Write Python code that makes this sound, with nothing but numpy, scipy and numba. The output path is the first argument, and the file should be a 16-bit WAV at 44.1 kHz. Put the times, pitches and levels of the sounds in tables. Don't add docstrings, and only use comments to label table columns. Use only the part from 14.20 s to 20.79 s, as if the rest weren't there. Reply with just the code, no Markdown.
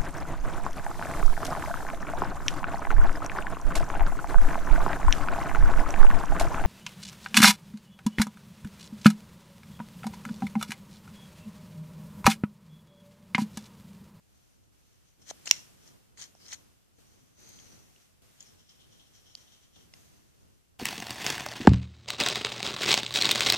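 import sys
import numpy as np
from scipy import signal
from scipy.fft import rfft, irfft
from scipy.io import wavfile
from scipy.ndimage import uniform_filter1d
from numba import njit

SR = 44100
rng = np.random.default_rng(int(sys.argv[2]) if len(sys.argv) > 2 else 0)


def undo_db(level):
    steps = np.asarray(level, float) / 20
    return 10 ** steps


def wav_out(sig):
    wavfile.write(sys.argv[1], SR, np.round(np.clip(np.atleast_2d(sig).T, -1, 1) * 32767).astype(np.int16))


N = 290619

# peak t/s, level/dB, rise/s per 20 dB, fall/s per 20 dB, upper ring f/Hz
PULLS = [(1.021, -61, .015, .035, 5400), (1.076, -59, .035, .09, 5500), (1.108, -42, .04, .009, 6000),
         (1.19, -74, .3, .25, 5100), (1.259, -46, .005, .045, 7100), (1.276, -39.5, .016, .024, 5700),
         (1.301, -46.5, .016, .045, 5670), (1.327, -44, .022, .09, 5600), (1.385, -55, .045, .075, 5200),
         (1.636, -67, .06, .11, 5300), (1.679, -61, .05, .06, 5600), (1.975, -56, .004, .09, 6500),
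         (1.996, -49.5, .022, .09, 6450), (2.021, -47, .035, .045, 6000), (2.046, -53, .035, .035, 5200),
         (2.171, -69, .025, .09, 5600), (2.216, -63, .045, .11, 4800), (2.261, -57.5, .045, .09, 5000),
         (2.291, -53.5, .035, .09, 5600), (2.313, -50.5, .035, .05, 5684), (2.332, -39.5, .013, .025, 5970),
         (2.342, -44.5, .022, .007, 6500), (2.371, -67, .035, .09, 5800)]
# peak t/s, level/dB, upper ring f/Hz, tube ring above it level/dB
TURNS = [(4.21, -61, 6420, -5.5), (4.268, -62, 5230, -10), (4.398, -67.5, 5300, -3),
         (4.5, -62.5, 5250, -3.5), (4.61, -68, 5300, 3.5), (4.73, -65.5, 5500, -2), (4.8, -68, 5400, 3.5),
         (4.87, -71.5, 5300, -1), (4.956, -61.5, 5500, -5.5), (5.07, -64.5, 5303, -1.5),
         (5.11, -67, 5338, -2), (5.175, -62.5, 5600, -4.5), (5.21, -64.5, 5597, -7), (5.28, -70, 5597, 2),
         (5.331, -64, 5600, -1), (5.433, -68.5, 5706, -2.5), (5.559, -64, 5588, -1),
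         (5.61, -69.5, 5600, -2.5)]
# peak t/s, level/dB, upper ring f/Hz
SCRAPES = [
    (3.192, -64, 6090),
    (3.235, -62.5, 6126),
    (3.282, -59, 6220),
    (3.34, -62, 6156),
    (3.396, -60.5, 6097),
    (3.46, -65, 5690),
    (3.528, -63.5, 5910),
    (5.765, -69, 6250),
    (5.86, -72.5, 6150),
    (5.958, -75, 5960),
]
# peak t/s, level/dB, upper ring f/Hz
FINGER_SHIFTS = [(.16, -75, 5974), (.24, -77, 5794), (.338, -76.5, 5796), (.44, -79.5, 5907),
                 (.6, -78.5, 5916), (.67, -75.5, 5800), (.734, -74.5, 5620), (.88, -71.5, 5965),
                 (2.784, -73.5, 6150), (2.874, -71, 5612), (2.932, -71, 6020), (3.0, -72.5, 5812),
                 (3.08, -75, 6030), (3.76, -72.5, 5785), (3.822, -71, 5780), (6.09, -79.5, 5843),
                 (6.21, -75, 5950), (6.344, -81, 5705)]
# f/Hz, width/Hz, level/dB
TUBE_RINGS = [(3200, 500, 0), (3600, 900, -2.5)]
# f/Hz, width/Hz, level/dB
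SHEEN_RINGS = [(4160, 1200, -6.5), (7940, 810, -23), (11500, 5300, -18.5), (2220, 2200, -7),
               (1100, 900, -22.5)]
# t/s, peak level/dB
SNAP = (1.31135, 2.7)
# f/Hz, t60/s, left level/dB, right level/dB
SNAP_RINGS = [(940, 0.01, -28.5, -24), (1978, 0.0084, -17.5, -11.5), (2734, .013, -19.5, -5.5),
              (3480, 0.0051, -23.5, -24), (4120, 0.0066, -12, -11), (5660, 0.0067, -2.5, 0.5),
              (6450, 0.0057, -9.5, -15), (6950, 0.013, -8, -16), (7440, 0.0077, -18, -19.5),
              (11530, 0.0048, -20.5, -23), (13500, .004, -23.5, -25.5)]
# t/s, peak level/dB, f/Hz, left minus right level/dB
TICKS = [(1.091, -32, 5150, -2), (1.1101, -29.5, 6260, -9), (1.2575, -36, 7300, 12),
         (1.2708, -28.5, 1880, -3), (1.2748, -22.5, 5301, 4), (1.2857, -29.5, 6650, 13),
         (1.2922, -27.5, 4993, -2), (1.3214, -24, 5694, -9), (1.6766, -42, 5250, 7.5),
         (1.9742, -44.5, 1922, -10), (2.0064, -37.5, 6420, 9.5), (2.0155, -30.5, 6420, 8.5),
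         (2.022, -28, 5830, 2), (2.0403, -33.5, 4700, 0.5), (2.1514, -48, 5490, -11.5),
         (2.2638, -37, 4540, 0), (2.2830, -34, 5750, 10.5), (2.3216, -28, 4150, 3), (2.3275, -28, 2000, -2),
         (2.3298, -29.5, 6030, 4.5), (3.2915, -42.5, 7996, 4), (3.2917, -45.5, 12000, 12),
         (3.3596, -47.5, 8200, 6), (5.1520, -24.5, 4760, -5.5), (5.7385, -41.5, 2880, 4.5)]
# t/s, peak level/dB, f/Hz, left minus right level/dB
TAPS = [(1.2747, -28, 2780, 4), (3.389, -45.5, 3190, 5), (3.7614, -55, 2864, 6), (4.206, -38, 6750, 7),
        (4.2061, -44, 5590, 0), (4.2266, -45.5, 6900, 15.5), (4.4933, -49, 5050, 1.5),
        (5.5644, -54, 3470, 3.5), (5.7376, -45.5, 2074, -2.5), (5.7374, -42, 5300, -5.5),
        (5.7378, -49, 4400, 0), (5.739, -52.5, 8300, 6)]
# t/s, peak level/dB
KNOCKS = [
    (1.0928, -57),
    (1.1105, -27.5),
    (1.2575, -47),
    (1.2748, -41),
    (1.6757, -53),
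    (2.151, -46.5),
    (5.564, -52.5),
    (5.7371, -52),
]
# t/s, peak level/dB, f/Hz, t60/s
THUMPS = [
    (.995, -55, 295, .05),
    (1.375, -46, 350, 0.04),
    (2.782, -52, 454, 0.083),
    (3.029, -52, 250, 0.079),
    (3.18, -54.5, 603, .05),
    (5.563, -50.5, 298, .05),
]
# opening t/s, held/s, hiss level/dB, rumble above hiss level/dB, rise/s per 20 dB
GATE_OPENINGS = [(.13, 0.17, -81, 2.5, 0.4), (.52, .33, -81.5, 2, -0.6), (1.0, 0.031, -78.5, 11.5, 0.05),
                 (1.07, 0.19, -71.5, 3.5, -0.03), (1.329, .05, -66.5, 1.5, 0.17),
                 (1.649, 0.057, -73.5, 6, .2), (1.98, 0.084, -73.5, 5.5, -0.5), (2.2, .2, -74, 5.5, 0),
                 (2.785, .03, -75.5, 4, 0), (2.95, 0.13, -80.5, 8, 0.5), (3.2, 0.37, -72, 6, .05),
                 (3.77, 0.042, -76.5, 2.5, 0.57), (4.02, 0.12, -74.5, 2.5, -0.1), (4.22, 0.11, -75, 4, .1),
                 (4.5, 0.32, -77.5, 4, -0.45), (4.95, 0.14, -78, 3.5, 0.3),
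                 (5.17, 0.053, -75.5, 4.5, -0.04), (5.33, .1, -79, 4, 0.5), (5.56, 0.058, -75.5, 5, -0.26),
                 (5.75, .04, -72.5, 4, .05), (5.9, .06, -78.5, 4.5, 0.6), (6.2, .1, -81, 5.5, 0.6)]
# f/Hz, level/dB per Hz
HISS = [(290, -41), (500, -7), (694, -4.5), (909, -8), (1830, -7), (2330, -7.5), (2680, -5.5), (3990, -8.5),
        (6030, -7.5), (14000, -12.5), (15000, -18)]
# f/Hz, level/dB per Hz
RUMBLE = [(12, -37), (20, -9.5), (22, -6.5), (86, 2), (265, -8.5), (373, -11), (545, -15.5), (677, -20),
          (1500, -24), (1950, -50.5), (3300, -120)]


def rubbing():
    db, hz, tube_db, pan_db, width = strokes()
    effort = np.clip((db + 70.5) / 24, .2, 1)
    shared = bristles(effort)
    ports = []
    for side in (1, -1):
        grains = .6 * np.roll(shared, -3 * side) + bristles(effort)
        centre = hz * (1 + .015 * side)
        upper = svf(svf(grains, centre, width), centre, 0.91 * width)
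        upper = level(upper, 0) * np.sqrt(1200 / width)
        sheen = level(rings(grains, SHEEN_RINGS), 0.31) * undo_db(2.33 * (effort - 2.5))
        tube = undo_db(tube_db) * level(rings(grains, TUBE_RINGS), 0.5)
        ports.append(undo_db(db + 3.0 + side * pan_db / 2) * (upper + sheen + tube))
    return np.array(ports)


def strokes():
    # t/s, held/s, level/dB, rise/s, fall/s, f/Hz, tube ring/dB, left minus right/dB, width/Hz
    rows = [(s, 0, db, rise, fall, hz, -9.5, 3.5, 2000) for s, db, rise, fall, hz in PULLS]
    rows += [(s, 0, db, .045, .115, hz, tube_db, 2.5, 1500) for s, db, hz, tube_db in TURNS]
    rows += [(s, 0, db, .07, .12, hz, -11, 3, 1500) for s, db, hz in FINGER_SHIFTS]
    rows += [(s, 0, db, .06, .22, hz, -15.5, 2, 900) for s, db, hz in SCRAPES]
    return blend(rows)


def bristles(effort):
    ticks_per_s = 6000
    uneven_db = 2.5 * np.minimum(rng.exponential(size=N), 4) + 3.5 * flicker(200.)
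    released = rng.random(N) < ticks_per_s / SR
    grains = released * rng.standard_normal(N) * undo_db(effort * uneven_db + 1.1 * flicker(20.0))
    return grains / np.sqrt(uniform_filter1d(grains ** 2, size=2000) + 1e-12)


def snap():
    snap_s, snap_db = SNAP
    out = np.zeros((2, N))
    for port, lag_s in enumerate((0, 1 / 5660)):
        blow = 0
        for n, (hz, t60, *port_db) in enumerate(SNAP_RINGS):
            blow = blow + (-1) ** n * undo_db(port_db[port]) * ring(hz, t60, .00008)
        add(out[port], snap_s + lag_s, undo_db(snap_db) * blow)
        crack = undo_db(-3.5) * ring(3700, .0035, .0001)
        crack += undo_db(-14.5) * ring(8400, .004, .00005)
        crack += undo_db(-30.5) * ring(16000, .008, .0001)
        add(out[port], snap_s + .00005, crack)
        slip = undo_db(-15) * ring(2300, 0.0062, .0003)
        add(out[port], snap_s - .0008, slip)
    return out


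def ticks():
    tick_t60_s, tap_t60_s = 0.0048, .016
    rows = [(*row, tick_t60_s) for row in TICKS] + [(*row, tap_t60_s) for row in TAPS]
    turns = rng.random((len(rows), 6))
    knock = ring(670, 0.01, .0002)
    out = np.zeros((2, N))
    for (s, db, hz, pan_db, t60), turn in zip(rows, turns):
        for port, (side, port_hz) in enumerate(((1, 6400), (-1, 5400))):
            sound = ring(hz, t60, .0001)
            sound += undo_db(-6.5) * ring(port_hz, .006, .00005, turn[port])
            sound += undo_db(-13.5) * ring(3000, 0.0045, .00005, turn[2 + port])
            sound += undo_db(-18.5) * ring(9500, .002, .00003, turn[4 + port])
            sound += undo_db(-30.5) * knock
            add(out[port], s + port * .00005, undo_db(db + .5 + side * pan_db / 2) * sound)
    for s, db in KNOCKS:
        add(out[0], s, undo_db(db - 3.0) * knock)
        add(out[1], s, undo_db(db + 2.5) * knock)
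    return out


def thumps():
    out = np.zeros(N)
    for s, db, hz, t60 in THUMPS:
        bump = ring(hz, t60, 0.0016) + ring(hz * 0.66, t60, 0.0024)
        add(out, s, undo_db(db) * bump)
    return np.array([out, -.3 * out])


def room(x):
    t60_s, room_db, first_wall_s = .28, -37, .004
    t = np.arange(int(.6 * SR)) / SR
    decay = np.exp(-np.log(1000) * t / t60_s)
    tail = rng.standard_normal((2, len(t))) * decay * (t > first_wall_s)
    return undo_db(room_db - 15.5) * signal.fftconvolve(x, tail, axes=1)[:, :N]


def phone():
    hiss_db, rumble_db = gate()
    hiss = np.array([level(coloured(HISS), 5.2) for _ in range(2)])
    mid = level(coloured(RUMBLE), 0)
    side = level(coloured(RUMBLE), 5)
    rumble = np.array([mid + side, mid - side])
    deep = signal.sosfiltfilt(signal.butter(2, 110, fs=SR, output="sos"), rumble)
    gated = undo_db(rumble_db + 5.5) * (rumble - deep)
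    gated += undo_db(0.13 * rumble_db - 61.5) * deep
    return undo_db(hiss_db + 6.0) * hiss + undo_db(1.8 * flicker(10.0)) * gated


def gate():
    fall_s, shut_db, shut_rumble_db = .45, -83, 4
    rows = [(s, held, db, rise, fall_s, above_db) for s, held, db, above_db, rise in GATE_OPENINGS]
    rows.append((0, N / SR, shut_db, 1, 1, shut_rumble_db))
    hiss_db, above_db = blend(rows)
    return hiss_db - 1.5, hiss_db - 1.5 + above_db


def blend(rows):
    t = np.arange(0, N + 64, 64) / SR
    s, held, db, rise, fall, *values = np.transpose(rows)[:, :, None]
    before = (s - t) / np.maximum(rise, 1e-3)
    after = (t - s - held) / np.maximum(fall, 1e-3)
    away = np.maximum(np.maximum(before, after), 0)
    power = undo_db(np.maximum(db - 20 * away, -150)) ** 2
    total = power.sum(axis=0)
    columns = [10 * np.log10(total)]
    columns += [(power * v).sum(axis=0) / total for v in values]
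    return [np.interp(np.arange(N) / SR, t, c) for c in columns]


def level(x, db):
    return x * undo_db(db) / np.sqrt(np.mean(x ** 2))


def coloured(spectrum):
    hz, db = np.transpose(spectrum)
    bins_hz = np.arange(N // 2 + 1) * SR / N
    gain = undo_db(np.interp(np.log(bins_hz + 1), np.log(hz), db))
    return irfft(rfft(rng.standard_normal(N)) * gain, N)


def flicker(rate):
    k = int(SR / rate)
    steps = np.repeat(rng.standard_normal(N // k + 1), k)
    return uniform_filter1d(steps, k)[:N]


@njit
def svf(x, hz, width):
    y, band, low = np.empty(len(x)), 0., 0.
    for i in range(len(x)):
        g, k = np.tan(np.pi * hz[i] / SR), width[i] / hz[i]
        v = (band + g * (x[i] - low)) / (1 + g * (g + k))
        band, low, y[i] = 2 * v - band, low + 2 * g * v, k * v
    return y


def rings(x, table):
    out = np.zeros(N)
    for hz, width, db in table:
        centre = np.full(N, 1. 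* hz)
        once = svf(x, centre, np.full(N, 1. * width))
        twice = svf(once, centre, np.full(N, 1.7 * width))
        out += undo_db(db) * twice / np.sqrt(width)
    return out


def ring(hz, t60, rise_s, turn=0.):
    t = np.arange(int(.04 * SR)) / SR
    envelope = (1 - np.exp(-t / rise_s)) * np.exp(-np.log(1000) * t / t60)
    return envelope * np.sin(2 * np.pi * (hz * t + turn))


def add(out, s, sound):
    i = int(s * SR)
    out[i:i + len(sound)] += sound[:N - i]


def scene():
    high_pass = signal.butter(2, 300, "high", fs=SR, output="sos")
    hits = signal.sosfilt(high_pass, ticks() + snap())
    return hits + room(hits) + rubbing() + thumps() + phone()


def band_limit(x):
    return signal.sosfilt(signal.butter(12, 15710, fs=SR, output="sos"), x)


def record(dry):
    clipped = np.clip(dry, -1.05, 1.05)
    top_cut = signal.ellip(8, .3, 28, 14650, fs=SR, output="sos")
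    mix = np.clip(signal.sosfilt(top_cut, clipped), -1, 1)
    return band_limit(mix)


dry = scene()
out = record(dry)
wav_out(out)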